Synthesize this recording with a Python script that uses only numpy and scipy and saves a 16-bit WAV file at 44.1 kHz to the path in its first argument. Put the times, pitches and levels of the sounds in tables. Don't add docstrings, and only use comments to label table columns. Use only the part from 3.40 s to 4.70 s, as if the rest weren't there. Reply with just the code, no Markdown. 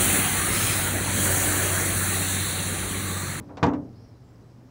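import sys
import numpy as np
from scipy import signal
from scipy.fft import rfft, irfft, next_fast_len
from scipy.io import wavfile
from scipy.ndimage import map_coordinates

SR = 44100
rng = np.random.default_rng(int(sys.argv[2]) if len(sys.argv) > 2 else 0)


def decibels_to_gain(level_db):
    exponent = np.asarray(level_db, float) / 20
    return 10 ** exponent


def generate_wav(signal):
    frames = np.transpose(np.atleast_2d(signal))
    scaled = np.clip(frames, -1, 1) * 32767
    pcm = np.round(scaled).astype(np.int16)
    wavfile.write(sys.argv[1], SR, pcm)


N = 57330


def unit(x):
    return x / np.sqrt(np.mean(x ** 2) + 1e-20)


def along(points, hz):
    f, v = np.transpose(points)
    return np.interp(np.log(hz + 1), np.log(f + 1), v)


def curves(rows):
    s, *cols = np.transpose(rows)
    return [np.interp(np.arange(N) / SR, s, c) for c in cols]


def wobble(rate):
    knots = rng.standard_normal(N // 8)[:int(N * rate / SR) + 4]
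    return map_coordinates(knots, [np.arange(N) * rate / SR])


def filtered(x, response):
    m = next_fast_len(len(x) + SR // 2)
    return irfft(rfft(x, m) * response(np.fft.rfftfreq(m, 1 / SR)), m)[:len(x)]


def band(hz, width_hz):
    def resonance(f):
        damping = 1j * f * width_hz
        return (damping / (hz * hz - f * f + damping)) ** 2
    return unit(filtered(rng.standard_normal(N), resonance))


# pitch_hz, level_db (per Hz)
AIR_TONE = [(15, -51.5), (40, -8.5), (100, -4.5), (330, -13), (900, -24), (2800, -39), (9000, -49),
            (16000, -52)]
# start_s, level_db
AIR_LEVEL = [(0, -50.5), (.5, -52.5), (.8, -52), (1.3, -52.5)]


def traffic_air():
    level_db, = curves(AIR_LEVEL)
    level = decibels_to_gain(level_db + 0.56 * wobble(7.4))
    return level * unit(filtered(rng.standard_normal(N), lambda f: decibels_to_gain(along(AIR_TONE, f))))


def machine_hum():
    turn = 2 * np.pi * np.cumsum(119 + 3 * wobble(11.9)) / SR
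    tone = decibels_to_gain(1.5 * wobble(14)) * np.sin(turn)
    hum = decibels_to_gain(-50) * (tone + .3 * band(119, width_hz=25))
    return hum + decibels_to_gain(-63) * band(254, width_hz=17)


def insect_chorus():
    shimmer = decibels_to_gain(-77 + 2.3 * wobble(33)) * band(5220, width_hz=2200)
    line = decibels_to_gain(-90 + 1.6 * wobble(9.4)) * band(4020, width_hz=90)
    return shimmer + line


def bird(call, strands, flutter_hz, patchy_db, echo_s, wet_db):
    pitch_hz, level_db = curves(call)
    s = np.arange(N) / SR
    voice = np.zeros(N)
    for ratio, db in strands:
        strand_level = decibels_to_gain(db + patchy_db * wobble(60))
        strand_hz = ratio * pitch_hz + flutter_hz * wobble(300)
        voice += strand_level * np.sin(2 * np.pi * np.cumsum(strand_hz) / SR)
    voice *= decibels_to_gain(level_db) * (s > call[0][0]) * (s < call[-1][0])
    t = np.arange(SR // 3) / SR
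    echo = rng.standard_normal(len(t)) * decibels_to_gain(-60 * t / echo_s)
    return voice + decibels_to_gain(wet_db) * signal.fftconvolve(voice, echo / np.linalg.norm(echo))[:N]


# start_s, pitch_hz, level_db
ARCHED_CALL = [(.53, 4500, -95), (.54, 4700, -77), (.56, 5250, -74.5), (.64, 5600, -74), (.68, 5450, -76),
               (.72, 5150, -79), (.77, 4900, -83), (.79, 4800, -98)]
# pitch_ratio, level_db
ARCHED_STRANDS = [(1, 0), (.91, -1), (.81, -2)]
# start_s, pitch_hz, level_db
THIN_CALL = [(.82, 7400, -98), (.84, 7450, -80), (.91, 7550, -82), (.95, 7750, -89), (1.04, 7900, -87),
             (1.11, 7750, -88), (1.2, 7800, -96)]


def birds():
    arched = bird(ARCHED_CALL, ARCHED_STRANDS, flutter_hz=190, patchy_db=2.5, echo_s=.1, wet_db=1.5)
    return arched + bird(THIN_CALL, [(1, 0)], flutter_hz=130, patchy_db=2, echo_s=.1, wet_db=2)


# start_s, level_db (peak)
INSECT_TICKS = [(0.0792, -47), (0.1274, -60), (0.1565, -52), (0.3604, -59), (0.4245, -52.5),
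                (0.4923, -46.5), (0.8265, -49), (0.8904, -49), (0.9582, -45), (1.0246, -50), (1.1174, -50)]


def ticks():
    t60_s, rise_s, gain_db = 0.0042, 0.00093, 2
    out, t = np.zeros(N + SR), np.arange(SR // 40) / SR
    for s, db in INSECT_TICKS:
        hz = 5060 * np.exp(0.026 * rng.standard_normal())
        level = decibels_to_gain(db + gain_db - 60 * t / t60_s) * (1 - np.exp(-t / rise_s))
        out[round(s * SR):][:len(t)] += level * np.sin(2 * np.pi * hz * t)
    return out[:N]


# start_s, level_db, centre_hz, width_hz, t60_s
STEEL_CLACKS = [
    (0.1706, -47.5, 3400, 5000, 0.09),
    (0.2295, -34, 4630, 6000, 0.097),
    (0.2643, -42, 5500, 8000, 0.044),
    (0.284, -58.5, 6400, 2000, 0.14),
    (0.3351, -55.5, 5600, 4850, 0.08),
]


def steel():
    out, t = np.zeros(N + SR), np.arange(SR // 8) / SR
    for s, db, hz, width_hz, t60_s in STEEL_CLACKS:
        grain = decibels_to_gain(2.2 * wobble(400)) * band(hz, width_hz)
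        level = decibels_to_gain(db - 60 * t / t60_s) * (1 - np.exp(-t / .0003))
        out[round(s * SR):][:len(t)] += level * grain[:len(t)]
    return out[:N]


def crack():
    start_s, push_s, spit_t60_s, spit_low_hz = .2281, .0003, .012, 6000
    t = np.maximum(np.arange(N) / SR - start_s, 0)
    spit = (t > 0) * decibels_to_gain(-57 - 60 * t / spit_t60_s) * rng.standard_normal(N)
    u = t / push_s
    push = decibels_to_gain(-11) * u ** 2 * (3 - u) * np.exp(-u)
    return push + filtered(spit, lambda f: (1j * f / (spit_low_hz + 1j * f)) ** 2)


def hollow(t):
    main_hz, lower_hz, lower_db, wander_hz = 290.2, 256, -4, 5
    rise_s, fade_s = 0.02, .13
    turn = 2 * np.pi * np.cumsum(main_hz + wander_hz * wobble(25.6)[:len(t)]) / SR
    swell = np.exp(-(t / fade_s) ** 2) * (1 - np.exp(-t / rise_s))
    return swell * (np.sin(turn) + decibels_to_gain(lower_db) * np.sin(turn * lower_hz / main_hz))


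# pitch_hz, level_db
SMALL_MODES = [(50, -6.5), (90, -3), (300, -14.5), (1000, -14), (1800, -19), (4000, -20), (7500, -50),
               (11000, -61)]
# pitch_hz, t60_s
SMALL_MODES_T60 = [(60, 0.69), (300, 0.64), (1000, 0.31), (2900, 0.099), (7700, 0.04)]


def dense_ring(size):
    grid = dict(fs=SR, nperseg=256, noverlap=192)
    hz, t, z = signal.stft(rng.standard_normal(size), **grid)
    z = z * decibels_to_gain(along(SMALL_MODES, hz))[:, None]
    level = np.sqrt(np.mean(signal.istft(z, **grid)[1] ** 2))
    t60_s = np.maximum(along(SMALL_MODES_T60, hz), .01)
    dying = decibels_to_gain(-60 * t / t60_s[:, None])
    return signal.istft(z * dying, **grid)[1][:size] / level


# pitch_hz, level_db, t60_s
TOP_MODES = [(93.7, -6, 1), (117.8, 7.5, 0.16), (162.2, -0.5, 0.2), (189.1, 0.5, 0.28), (241.7, -3.5, 0.15),
             (374, -37, 0.18), (483.3, -1.5, 0.26), (567, -14.5, 0.49), (662.8, -5, 0.15),
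             (822.6, -2.5, 0.23), (910.5, -4, 0.44), (972.3, 1, 0.19), (1139, 1, 0.12),
             (1547, -11.5, 0.099)]
# start_s, small_modes_db, strong_modes_db, hardness_hz, rise_s
TABLE_CONTACTS = [
    (0.0, -32, -31.5, 418, .002),
    (0.087, -33.5, -33, 1295, .02),
    (0.1705, -33.5, -39, 1850, .0004),
    (0.2280, -14, -10.5, 2366, 0.0006),
    (0.2644, -34, -42, 3730, .0004),
    (0.285, -38.5, -44.5, 3870, .002),
    (0.3331, -37, -31.5, 2510, 0.00076),
]


def table():
    out, t = np.zeros(N + SR), np.arange(SR * 3 // 4) / SR
    hz, level_db, t60_s = np.transpose(TOP_MODES)[:, :, None]
    t60_s = np.where(hz > 350, np.minimum(t60_s, .27), t60_s)
    scatter_db = 1
    for s, small_db, strong_db, hard_hz, rise_s in TABLE_CONTACTS:
        spot_db = scatter_db * rng.standard_normal((len(TOP_MODES), 1))
        modes = decibels_to_gain(level_db + spot_db - 60 * t / t60_s) * np.sin(2 * np.pi * hz * t)
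        strong = (np.sum(modes, axis=0) + hollow(t)) / 3
        ring = decibels_to_gain(strong_db) * strong + decibels_to_gain(small_db) * dense_ring(len(t))
        ring *= 1 - np.exp(-t / max(rise_s, 1e-4))
        softened = filtered(ring, lambda f: 1 / (1 + 1j * f / hard_hz) ** 2)
        out[max(round(s * SR), 0):][:len(t)] += softened
    return out[:N]


def radiated(x):
    low_hz, high_hz = 60, 7530
    return filtered(x, lambda f: (1j * f / (low_hz + 1j * f)) ** 4 / (1 + (f / high_hz) ** 8))


def scene():
    whistles = birds()
    knocks = radiated(table() + steel())
    surroundings = traffic_air() + machine_hum() + insect_chorus()
    return (knocks + surroundings + whistles + ticks() + crack())[None]


def top_cut(x):
    return signal.sosfilt(signal.butter(12, 16450, fs=SR, output="sos"), x)


def record(dry):
    mix = filtered(dry[0], lambda f: f < 15790)[None]
    return top_cut(mix)


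dry = scene()
out = record(dry)
generate_wav(out)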